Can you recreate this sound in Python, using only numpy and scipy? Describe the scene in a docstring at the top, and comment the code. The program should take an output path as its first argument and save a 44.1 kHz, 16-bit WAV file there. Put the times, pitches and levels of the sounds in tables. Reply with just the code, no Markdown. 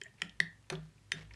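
"""A quiet room, one microphone close to a small glass bowl on a table: a plastic spoon stirs foamy liquid.
From the start foam crackles over a low hum, and the spoon touches the bowl lightly. It clacks at 0.2 s
and hardest at 0.4 s, each push making the table boom. At 0.7 s a tap rocks the bowl and the glass rings
faintly. At 1.1 s a last clack rings the glass again; light ticks, blips and swirling liquid follow."""
import sys
import numpy as np
from scipy import signal
from scipy.fft import rfft, irfft
from scipy.io import wavfile

SR = 44100
rng = np.random.default_rng(int(sys.argv[2]) if len(sys.argv) > 2 else 0)


def wrap_up_sound(samples):
    """Save the sound to the file named by the first command line argument, as 16-bit audio."""
    columns = np.atleast_2d(samples).T
    # keep every value between -1 and 1, then stretch to whole-number steps
    tamed = np.clip(columns, -1, 1)
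    steps = np.round(tamed * 32767).astype(np.int16)
    wavfile.write(sys.argv[1], SR, steps)


N = 59535
T = np.arange(N) / SR


def from_db(db):
    """Decibels to gain."""
    return 10 ** (np.asarray(db) / 20)


def unit_rms(x):
    """Scale to an rms of 1."""
    return x / np.sqrt(np.mean(x ** 2) + 1e-20)


def at_time(s, x):
    """Start a sound at s seconds."""
    return np.concatenate([np.zeros(max(int(s * SR), 0)), x])[:N]


def decay(t60):
    """Envelope that loses 60 dB in t60 seconds."""
    return np.exp(-np.log(1000) * T / t60)


def sine(hz):
    """A unit sine."""
    return np.sin(2 * np.pi * hz * T)


def damped(hz, swell_s):
    """A heavily damped mode that peaks at swell_s and dies quickly."""
    return sine(hz) * T / swell_s * np.exp(1 - T / swell_s)


def noise():
    """White noise."""
    return rng.standard_normal(N)


def coloured(x, spectrum):
    """Shape a signal by (frequency [Hz], gain [dB]) points, then scale to an rms of 1."""
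    hz, db = np.transpose(spectrum)
    bin_hz = np.maximum(np.fft.rfftfreq(N, 1 / SR), 1)
    gain = from_db(np.interp(np.log(bin_hz), np.log(hz), db))
    return unit_rms(irfft(rfft(x) * gain, N))


def drift(hz):
    """A slow random wander below hz, with an rms of 1."""
    lowpass = signal.butter(2, hz, fs=SR, output="sos")
    return unit_rms(signal.sosfilt(lowpass, rng.standard_normal(2 * N))[N:])


# air of the quiet room: (frequency [Hz], relative level [dB])
AIR_COLOUR = [(25, -30), (55, -10), (120, 1.5), (300, -12), (700, -20), (1400, -22), (1800, -19.5),
              (2800, -23), (9000, -28), (12000, -35)]
# low hum in the room: (pitch [Hz], swell as points of (time [s], level [dB]))
HUM_TONES = [(56, [(0, -82), (0.3, -61), (0.68, -67.5), (0.79, -56), (0.92, -71), (1.1, -69), (1.28, -56)]),
             (103, [(0, -94), (0.35, -67.5), (0.65, -66), (0.85, -72.5), (1.0, -65), (1.3, -57.5)])]

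def room_tone():
    """Faint hiss and two hum tones that swell and waver behind everything."""
    out = from_db(-66.5) * coloured(noise(), AIR_COLOUR)
    for hz, points in HUM_TONES:
        swell = from_db(np.interp(T, *np.transpose(points)))
        waver = 1 + 0.31 * (drift(hz=1.9) + 1j * drift(hz=7.1))   # in level and phase
        out += swell * np.real(waver * np.exp(2j * np.pi * hz * T))
    return out


# the room around the bowl: (band centre [Hz], level [dB], t60 [s])
ROOM_BANDS = [(150, -9.5, 0.39), (503.5, -5.5, 0.23), (1064, -9, 0.3), (1620, -9, .36), (2082, -15.5, 0.3),
              (3300, -11.5, 0.28), (5680, -15, 0.18), (11000, -13, 0.16)]

def reverberation(near, onset_s=0.00081, end_s=0.22):
    """The room returns a diffuse tail, each band with its own decay, cut short after end_s."""
    log_hz = np.log(np.maximum(np.fft.rfftfreq(N, 1 / SR), 1))
    log_centres = np.log([hz for hz, _, _ in ROOM_BANDS])
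    window = (1 - np.exp(-T / onset_s)) * np.exp(-(T / end_s) ** 4)
    white = rfft(noise())
    tail = np.zeros(N)
    for selector, (_, db, t60) in zip(np.eye(len(ROOM_BANDS)), ROOM_BANDS):
        band = irfft(white * np.interp(log_hz, log_centres, selector), N)
        envelope = decay(t60) * window
        tail += from_db(db) * band * envelope / np.linalg.norm(envelope)
    return signal.fftconvolve(near, tail)[:N]


# foam on the liquid: (frequency [Hz], relative level [dB])
POP_COLOUR = [(300, -28.5), (1000, 14.5), (2000, -7), (3500, -3.5), (7000, -1), (12000, -46)]

def foam(pops_per_s=73, spread_db=3.5):
    """Tiny bubbles burst at random, barely audible even up close."""
    bursts = rng.random(N) < pops_per_s / SR
    strength = from_db(spread_db * np.minimum(rng.exponential(1, N), 4))
    polarity = rng.choice([-1, 1], N)
    return from_db(-83) * coloured(bursts * strength * polarity, POP_COLOUR)


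# liquid swirling behind the spoon: (peak time [s], level [dB], half length [s])
STROKES = [(0.23, -60.5, .035), (0.813, -69.5, 0.047), (1.188, -58, 0.061), (1.344, -64.5, 0.037)]
# its wash: (frequency [Hz], relative level [dB])
WASH_COLOUR = [(120, -7), (270, 1.5), (520, -4), (850, -10), (1700, -6), (3000, -6.5), (6000, -15.5),
               (12000, -31.5)]

def swirls(grains_per_s=2800):
    """A soft, grainy wash swells and fades behind each stroke."""
    grains = (rng.random(N) < grains_per_s / SR) * noise()
    flow = sum(from_db(db) * np.exp(-((T - s) / half_s) ** 2) for s, db, half_s in STROKES)
    return flow * coloured(grains, WASH_COLOUR)


# short pitched blips at the bowl: (time [s], level [dB], pitch [Hz])
PITCHED_BLIPS = [(0.045, -55.5, 1840), (0.057, -45, 1860), (0.063, -46.5, 1860), (0.059, -61.5, 643),
                 (0.701, -49.5, 560), (1.132, -52.5, 395), (1.191, -66, 478), (1.308, -63.5, 964)]

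def blips(swell_cycles=4):
    """Short damped tones: soft spoon taps at the start, a knock as the bowl rocks, a few liquid blips."""
    return sum(at_time(s, from_db(db) * damped(hz, swell_cycles / hz)) for s, db, hz in PITCHED_BLIPS)


# pushes on the table under the bowl:
# (time [s], level [dB], lowest mode [Hz], gain of the upper modes [dB], t60 of the lowest mode [s])
TABLE_PUSHES = [(0.221, -41, 172.7, -1, 0.24), (0.404, -35.5, 165.4, -7.5, 0.27),
                (0.712, -36.5, 156.9, 0, 0.78), (0.954, -48, 144.3, -16.5, 0.081),
                (1.134, -43, 156.3, 0.5, 0.53)]
# the table's upper modes: (ratio to the lowest mode, relative level [dB], t60 [s])
TABLE_OVERTONES = [(1.16, -6, 0.32), (1.67, -14.5, 0.35), (1.94, -23, .3), (2.34, -13.5, 0.16),
                   (3.29, -13.5, 0.1), (3.98, -23, 0.39), (4.45, -18, 0.28)]

def table_boom(rise_s=0.011, end_s=0.19):
    """The table booms under each push, swelling over a cycle or two and cut short after end_s."""
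    out = np.zeros(N)
    window = (1 - np.exp(-T / rise_s)) * np.exp(-(T / end_s) ** 6)
    for s, db, hz, upper_db, lowest_t60 in TABLE_PUSHES:
        lowest = sine(hz) * decay(lowest_t60)
        upper = sum(from_db(mode_db) * sine(hz * ratio) * decay(t60)
                    for ratio, mode_db, t60 in TABLE_OVERTONES)
        out += at_time(s, from_db(db) * window * (lowest + from_db(upper_db) * upper))
    return out


# the bowl tips, then lands on the table: (time [s], level [dB])
BOWL_ROCKS = [(0.7007, -42), (0.7235, -42.5)]
# its rattle: (frequency [Hz], relative level [dB])
RATTLE_COLOUR = [(100, -34), (300, -11.5), (560, 5), (900, -2), (1600, -1), (2500, -11), (5000, -19),
                 (12000, -33.5)]

def rocking_bowl(foot_hz=377.2, foot_gain_db=8.5):
    """The bowl tips with a dull rattle and lands on its foot with a hollow knock."""
    rattle = sum(at_time(s, from_db(db) * coloured(noise(), RATTLE_COLOUR) * decay(t60=0.15))
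                 for s, db in BOWL_ROCKS)
    landing_s, landing_db = BOWL_ROCKS[-1]
    knock = from_db(landing_db + foot_gain_db) * sine(foot_hz) * decay(t60=0.14)
    return rattle + at_time(landing_s, knock)


# modes of the glass bowl, one list each: (pitch [Hz]), (relative level [dB]), (free t60 [s])
BOWL_HZ = [1645, 1720, 3630, 6100, 9200]
BOWL_DB = [-2, -17, 1.5, 2, -8.5]
BOWL_T60_S = [0.13, 0.35, 0.092, 0.082, 0.1]
# rings of the glass: (time [s], level [dB], tilt above the lowest mode [dB/octave], factor on t60)
GLASS_RINGS = [(0.7003, -53.5, 5, 0.45), (1.118, -41.5, -1, 1.12)]

def glass_ring():
    """The bowl rings briefly as the spoon springs clear, damped by the liquid and the spoon."""
    out = np.zeros(N)
    for s, db, tilt, t60_factor in GLASS_RINGS:
        for hz, mode_db, t60 in zip(BOWL_HZ, BOWL_DB, BOWL_T60_S):
            gain = from_db(db + mode_db + tilt * np.log2(hz / BOWL_HZ[0]))
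            out += at_time(s, gain * sine(hz) * decay(t60_factor * t60))
    return out


# light touches of the spoon, heard close: (time [s], level [dB], band centre [Hz], t60 [s])
SPOON_TOUCHES = [(0.0352, -37, 7280, 0.008), (0.035, -49, 3070, 0.02), (0.045, -55, 1860, 0.057),
                 (0.0619, -52.5, 2330, .03), (0.079, -60.5, 2770, 0.036), (0.183, -48.5, 2380, .012),
                 (0.2005, -51, 2000, 0.025), (0.2950, -44.5, 3140, 0.022), (0.2942, -55.5, 5700, 0.011),
                 (0.641, -61.5, 2410, 0.02), (0.7245, -46.5, 6000, 0.017), (0.7358, -48, 4070, 0.0098),
                 (0.7531, -34.5, 3350, 0.014), (0.98, -61.5, 2500, 0.017), (1.214, -49, 1900, 0.043),
                 (1.2525, -43.5, 3150, 0.005), (1.3087, -46, 2120, 0.033), (1.337, -49.5, 5300, 0.014),
                 (1.3415, -43.5, 2090, 0.013)]

def spoon_ticks(width_octaves=0.3):
    """Each light touch is a brief scuff in one broad resonance."""
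    out = np.zeros(N)
    for s, db, hz, t60 in SPOON_TOUCHES:
        edges_hz = hz * 2 ** (np.array([-0.5, 0.5]) * width_octaves)
        resonance = signal.butter(2, edges_hz, "band", fs=SR, output="sos")
        scuff = unit_rms(signal.sosfilt(resonance, noise()))
        out += at_time(s, from_db(db) * scuff * decay(t60))
    return out


def clack(hz, swell_s):
    """The spoon's main mode builds up while it slips and is choked by the liquid."""
    return sine(hz) * T / swell_s * np.exp((1 - (T / swell_s) ** 2) / 2)


# the spoon's heavily damped modes, in three groups from low to high:
# (pitch [Hz], relative level [dB], swell [s])
SPOON_BITE = [(1050, -16, 0.0012), (1400, -11, 0.0011), (2433, -2, 0.00089), (3110, 0.5, 0.00057)]
SPOON_EDGE = [(3750, -0.92, 0.0008), (4242, -0.89, 0.0006)]
SPOON_TREBLE = [(5290, 3.5, 0.00056), (6950, -2, 0.00041), (8374, -7.5, 0.00062), (9480, -8.5, 0.0004)]
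# crack of plastic meeting glass: (frequency [Hz], relative level [dB])
CONTACT_COLOUR = [(400, -17.5), (1100, -5), (2800, 5.5), (6000, -7), (9500, -7), (12000, -22.5)]
# spoon on bowl, close to the microphone: (time [s], clack [dB], bite [dB], edge [dB], treble [dB],
# crack [dB], clack pitch [Hz], clack swell [s], knock [dB])
SPOON_TAPS = [(0.0143, -41, -38.5, -44, -46, -58, 1770, 0.002, -51),
              (0.0162, -39, -39.5, -62, -63, -68, 1920, 0.002, -80),
              (0.2185, -27.5, -23, -37.5, -34.5, -32, 1903, 0.0024, -53),
              (0.4020, -13, -38.5, -25, -32, -25, 1900, .0016, -49),
              (0.7003, -31.5, -34.5, -40.5, -46.5, -34, 1770, 0.0011, -54),
              (0.7020, -41, -66, -35, -59, -32, 1760, 0.0011, -48),
              (1.1187, -19, -23.5, -33.5, -33.5, -27.5, 1905, 0.0011, -57.5)]

def spoon_taps(low_cut_hz=1250):
    """Each tap: a crack, spoon modes mixed by the point of contact, and the filled bowl's hollow knock."""
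    out = np.zeros(N)
    bite, edge, treble = (sum(from_db(db) * damped(hz, swell_s) for hz, db, swell_s in modes)
                          for modes in (SPOON_BITE, SPOON_EDGE, SPOON_TREBLE))
    # the small spoon radiates little bass
    radiation = signal.butter(3, low_cut_hz, "high", fs=SR, output="sos")
    for s, clack_db, bite_db, edge_db, treble_db, crack_db, hz, swell_s, knock_db in SPOON_TAPS:
        crack = from_db(crack_db) * coloured(noise(), CONTACT_COLOUR) * decay(t60=0.0094)
        spoon = from_db(clack_db) * clack(hz, swell_s)
        spoon += from_db(bite_db) * bite + from_db(edge_db) * edge + from_db(treble_db) * treble
        knock = from_db(knock_db) * damped(hz=394.7, swell_s=0.0048)
        out += at_time(s, crack + signal.sosfilt(radiation, spoon) + knock)
    return out


def scene():
    """In mono: spoon, bowl and liquid up close with their reverberation, over table boom and room tone."""
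    near = spoon_taps() + glass_ring() + spoon_ticks() + rocking_bowl() + blips() + swirls() + foam()
    return (near + reverberation(near) + table_boom() + room_tone())[None]


def record(dry, cutoff_hz=11900):
    """The microphone signal, with the top cut steeply."""
    lowpass = signal.ellip(10, 0.2, 70, cutoff_hz, fs=SR, output="sos")
    return signal.sosfilt(lowpass, dry)


dry = scene()
out = record(dry)
wrap_up_sound(out)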